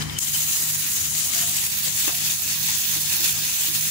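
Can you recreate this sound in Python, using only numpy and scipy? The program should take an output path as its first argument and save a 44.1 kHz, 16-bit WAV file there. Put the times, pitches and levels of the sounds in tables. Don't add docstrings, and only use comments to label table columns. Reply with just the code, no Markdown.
import sys
import numpy as np
from scipy import signal
from scipy.fft import rfft, irfft
from scipy.io import wavfile
from scipy.ndimage import uniform_filter1d, map_coordinates

SR = 44100
rng = np.random.default_rng(int(sys.argv[2]) if len(sys.argv) > 2 else 0)


def magnitude_from_level(level_db):
    exponent = np.asarray(level_db, float) / 20
    return 10 ** exponent


def waveform_to_disk(signal):
    frames = np.transpose(np.atleast_2d(signal))
    scaled = np.clip(frames, -1, 1) * 32767
    samples = np.round(scaled).astype(np.int16)
    wavfile.write(sys.argv[1], SR, samples)


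N = 171990
T = np.arange(N) / SR
F = np.arange(N // 2 + 1) * SR / N + 1e-3
SPRAY_ON_S, SPRAY_RISE_S = 0.184, 0.0025

# [t/s, level/dB]
STREAM_LEVEL = [
    (0, -30),
    (.02, -30.5),
    (.05, -35.5),
    (.12, -35),
    (.15, -34.5),
    (.18, -33.5),
    (.2, -27),
]
# [t/s, level/dB, nearness of the strainer 0-1]
SPRAY_FLOW = [(.2, -27.5, 0), (.4, -27.5, 0.57), (.6, -26.5, 0.36), (.85, -26.5, 0.52), (1.1, -27.5, 0.15),
              (1.3, -26.5, 0.32), (1.5, -26, 0.45), (1.7, -27.5, 0.64), (1.95, -26, 0.63),
              (2.15, -26, 0.74), (2.4, -25.5, 0.6), (2.6, -28, 1), (2.85, -25, 0.92), (3.05, -27.5, 0.95),
              (3.3, -27, 0.78), (3.5, -26.5, 0.83), (3.7, -25, 0.92), (3.9, -26.5, 0.53)]
# [t/s, level/dB, length/s]
JET_SURGES = [(0.186, 10, 0.004), (0.198, -13, 0.0047), (0.346, 4, 0.023), (0.316, -3, 0.022),
              (0.79, -2, 0.087), (1.083, -5, 0.023), (1.38, 2, 0.038), (1.682, -2, 0.02), (1.818, -3, 0.01),
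              (1.874, 3, 0.022), (1.917, -3.5, 0.046), (2.21, -2, 0.054), (2.391, -5.5, 0.053),
              (2.69, 3.5, 0.025), (2.82, -4, 0.061), (3.11, -2, 0.012), (3.141, 6.5, 0.034),
              (3.19, 0, 0.03), (3.254, 5.5, 0.035), (3.568, -3, 0.045), (3.627, 0, 0.027),
              (3.706, -4.5, .03), (3.794, -3.5, 0.018)]
# [f/Hz, share 0-1]
SURGE_SHARE = [(200, .7), (1000, .9), (4000, .85), (8000, .7), (16000, .55)]
# [f/Hz, level/dB per Hz]
SPRAY_COLOUR = [(200, -3), (500, -13), (1000, -11.5), (2000, -10.5), (4000, -3.5), (6700, 0), (10000, -2.5),
                (16000, -5)]
# [f/Hz, level/dB per Hz]
STREAM_COLOUR = [(200, 7), (600, -9), (1500, -5), (3000, -12), (5000, -7.5), (8600, -16), (9300, -14.5),
                 (16000, -23)]
# [f/Hz, level/dB]
NEAR_COLOUR = [(300, -1), (1500, 3), (3500, 5.5), (6700, 0.5), (11000, -4), (16000, 3)]
# [f/Hz, share 0-1]
COMMON_SHARE = [(100, .9), (300, .7), (700, .5), (1500, .48), (3000, .4), (6000, .32), (10000, .22),
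                (16000, .14)]
# [f/Hz, width/Hz, level/dB]
MESH_MODES = [(724, 48, -64.5), (980, 110, -63.5), (1312, 160, -58), (2656, 270, -68), (3290, 310, -58),
              (3570, 510, -59)]
# [f/Hz, width/Hz, level/dB over the stream]
STREAM_RINGS = [(3080, 300, -13), (8400, 1500, -14)]
# [f/Hz, t60/s, level/dB]
BASIN_MODES = [(83.6, 0.06, -44.5), (104, 0.22, -49), (156, 0.54, -60), (194, 0.32, -65), (210, 0.14, -73),
               (270, 0.083, -80), (328, 0.13, -58), (510, 0.66, -57), (697, 0.33, -73), (971, 0.35, -65)]
# [f/Hz, level/dB]
RUMBLE_COLOUR = [(20, -50), (35, -32), (55, -16), (80, 1), (130, -1), (200, -13.5), (450, -27), (900, -65)]
# [multiple of the shaft, level/dB, throb depth 0-1]
MOTOR_ORDERS = [(4, -62, .1), (6, -55, .1), (7.17, -59, .1), (8, -53, .3), (11, -60, .1), (12, -42, .8),
                (13, -61, .1), (15, -56, .2), (16.2, -59, .1), (20.1, -62, .1)]
# [t/s, level/dB, f/Hz, t60/s]
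KNOCKS_AND_PINGS = [(1.358, -33, 697, 0.19), (1.41, -36.5, 688, 0.16), (1.432, -35, 702, 0.43),
                    (2.125, -38.5, 697, 0.4), (.008, -35, 3050, 0.063), (.018, -39, 3150, 0.03),
                    (.139, -34, 3080, 0.036), (.149, -36, 3110, .03), (0.166, -30, 3040, 0.033),
                    (.347, -26.5, 3050, 0.057), (1.869, -30.5, 515, 0.14), (2.076, -23, 322, 0.071),
                    (2.077, -25, 411, 0.087), (2.078, -29, 570, 0.084), (2.2, -37.5, 328, 0.21),
                    (2.69, -37.5, 900, .1), (2.962, -28, 322, 0.087), (3.199, -29, 330, 0.18),
                    (3.24, -38, 510, .15), (3.681, -31, 331, 0.32)]
# [t/s, level/dB, f/Hz, t60/s]
SPLASH_HITS = [(0.021, -12, 3670, 0.012), (0.096, -17.5, 3430, 0.03), (0.27, -19.5, 3600, 0.06),
               (3.8096, -7, 6600, .01), (2.4203, -4, 13200, .01), (2.9, -8, 7000, 0.0089),
               (3.853, -4, 6700, .01), (1.15, -11, 4200, .012), (1.39, -17, 5000, .01),
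               (1.583, -17, 3000, .01), (3.605, -14, 7500, .04), (0.541, -21, 2500, 0.02),
               (1.882, -6, 4450, 0.0072), (2.078, -8, 7000, .015), (2.3, -10, 3600, .015)]
# [t/s, length/s]
RATTLE_TIMES = [(.63, .12), (1.0, .15), (1.372, .025), (1.375, .02), (1.43, .03), (1.55, .05), (1.89, .04),
                (2.04, .02), (2.1, .012), (2.57, .03), (2.68, .05), (2.7, .03), (2.95, .04), (3.15, .04),
                (3.61, .03)]
# [level/dB, f/Hz]
RATTLE_RINGS = [(-52, 1290), (-48, 1500), (-40, 1600), (-48, 1010), (-44, 1520), (-46, 2660), (-54, 1000),
                (-46, 2510), (-36, 1200), (-46, 1200), (-44, 2600), (-49, 940), (-45, 2500), (-53, 1100),
                (-38, 7050)]
# [level/dB, top f/Hz, t60/s]
HARD_THUD = (-25, 2600, 0.17)
# [t/s, lag/ms]
LEFT_LAG = [
    (0, 1.0),
    (.5, 1.0),
    (.75, 1.065),
    (1.2, 1.02),
    (1.7, 1.09),
    (2.2, 1.134),
    (3.9, 1.134),
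]
# [f/Hz, level/dB]
LEFT_PORT = [(1000, -2.5), (2400, 6), (5500, -1), (6700, 6), (8500, 3), (11000, -8), (13800, -7.5),
             (14700, 4)]
# [f/Hz, level/dB]
RIGHT_PORT = [(1000, -5), (2400, -1), (6600, -1.5), (8000, -8.5), (9500, -1), (11500, 7.5), (13900, -3.5),
              (14700, 9)]


def unit(x):
    return x / np.sqrt(np.mean(x ** 2))


def over_hz(table, hz):
    points = np.array(table)
    return np.interp(np.log(hz), np.log(points[:, 0]), points[:, 1])


def over_time(table, column=1):
    points = np.array(table)
    return np.interp(T, points[:, 0], points[:, column])


def shape(x, gain):
    return irfft(rfft(x) * gain, N)


def smooth_twice(x, k):
    return uniform_filter1d(uniform_filter1d(x, k), k)


def noise():
    return rng.standard_normal(N)


def ring(x, hz, t60):
    r = np.exp(-np.log(1000) / (t60 * SR))
    turn = 2 * np.pi * hz / SR
    return signal.lfilter([np.sin(turn)], [1, -2 * r * np.cos(turn), r * r], x)


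def walk(rate):
    step = 30
    k = max(int(SR / step / rate), 2)
    held = np.repeat(rng.standard_normal(N // step // k + 2), k)
    coarse = smooth_twice(held, k)
    return np.interp(T, np.arange(len(coarse)) * step / SR, unit(coarse))


def hum(hz, width, drift):
    phase = 2 * np.pi * np.cumsum(hz * (1 + drift * walk(3))) / SR
    slow = smooth_twice(rng.standard_normal((3, 2, N)), int(SR / width))
    x = slow[:, 0] * np.cos(phase) + slow[:, 1] * np.sin(phase)
    return unit(x[:2] + x[2])


def bell(s, width):
    return np.exp(-((T - s) / width) ** 2)


def die_away(s, t60):
    return (T >= s) * magnitude_from_level(-60 * np.abs(T - s) / t60)


def spray_on():
    return np.clip((T - SPRAY_ON_S) / SPRAY_RISE_S, 0, 1)


def surges():
    return sum(db * bell(s, width) for s, db, width in JET_SURGES)


def droplets():
    drops_per_s, scatter_db, click_db, spatter_db = 3000, 3, -5, 1.06
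    hit = rng.random(N) < drops_per_s / SR
    size_db = np.minimum(scatter_db * rng.exponential(size=N), 14)
    clicks = hit * magnitude_from_level(size_db) * np.sign(noise())
    spatter = magnitude_from_level(spatter_db * (walk(70) + walk(250)))
    return unit((noise() + magnitude_from_level(click_db) * unit(clicks)) * spatter)


def water():
    swell_db, neighbour_db, flicker_db, near_pan_db = 0.35, 0.65, 1.5, -7
    on = spray_on()
    near = over_time(SPRAY_FLOW, 2) - 0.5
    jet_db, surge_db = over_time(SPRAY_FLOW), surges()
    thin = (1 - on) * magnitude_from_level(over_time(STREAM_LEVEL))
    share = np.clip(over_hz(COMMON_SHARE, F), 0, 1)
    common = rfft(droplets())
    ports = np.array([np.sqrt(share) * common + np.sqrt(1 - share) * rfft(droplets()) for _ in range(2)])
    spray_norm, stream_norm = [np.sqrt(np.mean(magnitude_from_level(2 * over_hz(colour, F))))
                               for colour in (SPRAY_COLOUR, STREAM_COLOUR)]
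    centres = 200 * 2 ** (np.arange(20) / 3)
    slow = [walk(20) for _ in centres[::3]] + [0]
    swell = swell_db * (walk(25.18) + walk(60))
    out = 0
    for k, hz in enumerate(centres):
        window = np.cos(np.pi / 2 * np.clip(3 * np.log2(F / hz), -1, 1)) ** 2
        band = irfft(ports * window, N)
        a = k % 3 / 3
        neighbours = (1 - a) * slow[k // 3] + a * slow[k // 3 + 1]
        flicker = np.array([walk(29.97), walk(29.82)])
        wander_db = swell + neighbour_db * neighbours + flicker_db * flicker
        pan_db = near_pan_db * near * np.clip(np.log2(hz / 3000), 0, 1) * np.array([[0.5], [-0.5]])
        colour_db = over_hz(SPRAY_COLOUR, hz) + near * over_hz(NEAR_COLOUR, hz)
        spray_db = jet_db + surge_db * over_hz(SURGE_SHARE, hz) + colour_db + pan_db
        spray = on * magnitude_from_level(spray_db) / spray_norm
        stream = thin * magnitude_from_level(over_hz(STREAM_COLOUR, hz)) / stream_norm
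        out = out + band * magnitude_from_level(wander_db) * (spray + stream)
    return magnitude_from_level(3.5) * out


def mesh():
    swell_db = 2.5
    thin = sum(magnitude_from_level(db + swell_db * walk(37)) * hum(hz, width, 0.0099) for hz, width, db in STREAM_RINGS)
    jet = sum(magnitude_from_level(db + swell_db * walk(7.7)) * hum(hz, width, 0.03) for hz, width, db in MESH_MODES)
    on = spray_on()
    return on * jet + (1 - on) * thin * magnitude_from_level(over_time(STREAM_LEVEL))


def runoff():
    rumble_db, low_cut_hz = -47.5, 83
    drum = sum(magnitude_from_level(db) * unit(ring(noise(), hz, t60)) for hz, t60, db in BASIN_MODES)
    rumble = magnitude_from_level(rumble_db) * unit(shape(noise(), magnitude_from_level(over_hz(RUMBLE_COLOUR, F))))
    uneven = magnitude_from_level(2.1 * walk(8.2))
    return shape((drum + rumble) * uneven, 1 / (1 + (low_cut_hz / F) ** 4))


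def motor():
    shaft_hz, throb_hz, throb_low_s = 12.677, 2.655, 0.18
    level_db, wobble_db = 2.5, -1
    throb = np.abs(np.sin(np.pi * throb_hz * (T - throb_low_s)))
    out = np.zeros(N)
    for order, db, depth in MOTOR_ORDERS:
        level = np.sqrt(2) * magnitude_from_level(db + level_db + wobble_db * walk(4.56))
        tone = np.sin(2 * np.pi * (order * shaft_hz * T + rng.random()))
        out += level * (1 - depth + depth * throb) * tone
    return out


def bubbles():
    per_s, middle_hz, level_db, cycles = 90, 2000, -54, 14
    out = np.zeros((2, N))
    rows = rng.random((400, 4))
    for moment, pitch, loudness, pan in rows[:int(per_s * N / SR)]:
        hz = middle_hz * 2 ** (3 * pitch - 1.5)
        i = int(moment * N)
        c = np.arange(min(N - i, 2000)) / SR * hz / cycles
        chirp = np.sin(2 * np.pi * cycles * c * (1 + 0.031 * c)) * np.exp(-3 * c) * magnitude_from_level(8 * loudness)
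        out[:, i:i + len(c)] += chirp * np.array([[np.sqrt(pan)], [np.sqrt(1 - pan)]])
    return magnitude_from_level(level_db) * unit(out)


def knocks_and_pings():
    out = np.zeros(N)
    for s, db, hz, t60 in KNOCKS_AND_PINGS:
        blow = bell(s, 0.0024) * np.sin(2 * np.pi * hz * T)
        mode = ring(blow, hz, t60)
        out += magnitude_from_level(db) * mode / np.abs(mode).max()
    return out


def splashes():
    out = np.zeros(N)
    for s, db, hz, t60 in SPLASH_HITS:
        burst = ring(noise(), hz, 30 / hz)
        out += magnitude_from_level(db - 11) * unit(burst) * die_away(s, t60)
    return out


def rattles():
    out = np.zeros((2, N))
    for (s, width), (db, hz) in zip(RATTLE_TIMES, RATTLE_RINGS):
        out += magnitude_from_level(db) * hum(hz, hz / 2.5, 0.01) * bell(s, width)
    return out


def thud():
    db, top_hz, t60 = HARD_THUD
    gain = np.clip(F / 250, 0, 1) ** 2 / (1 + (F / top_hz) ** 2)
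    return magnitude_from_level(db) * unit(shape(noise(), gain)) * die_away(2.077, t60)


def scene():
    duck_db, duck_s, bass_pan_db, basin_surge = 10, 0.0076, 1.5, 0.3
    before = magnitude_from_level(duck_db * np.clip((SPRAY_ON_S - T) / duck_s, 0, 1))
    pan = magnitude_from_level(bass_pan_db * np.array([[0.5], [-0.5]]))
    low = (runoff() + motor()) * before * magnitude_from_level(basin_surge * surges()) * pan
    both = water() + mesh() + low + bubbles() + knocks_and_pings() + splashes() + rattles() + thud()
    late = T - over_time(LEFT_LAG) / 1000
    left = map_coordinates(both[0], [late * SR], order=5, mode="mirror")
    return np.array([left, both[1]])


def band_limit(x):
    return signal.sosfilt(signal.butter(12, 15790, fs=SR, output="sos"), x)


def record(dry):
    ports = np.array([shape(x, magnitude_from_level(over_hz(port, F))) for x, port in zip(dry, (LEFT_PORT, RIGHT_PORT))])
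    top_cut = signal.ellip(14, 0.2, 52, 15720, fs=SR, output="sos")
    mix = signal.sosfilt(top_cut, ports)
    return band_limit(mix)


dry = scene()
out = record(dry)
waveform_to_disk(out)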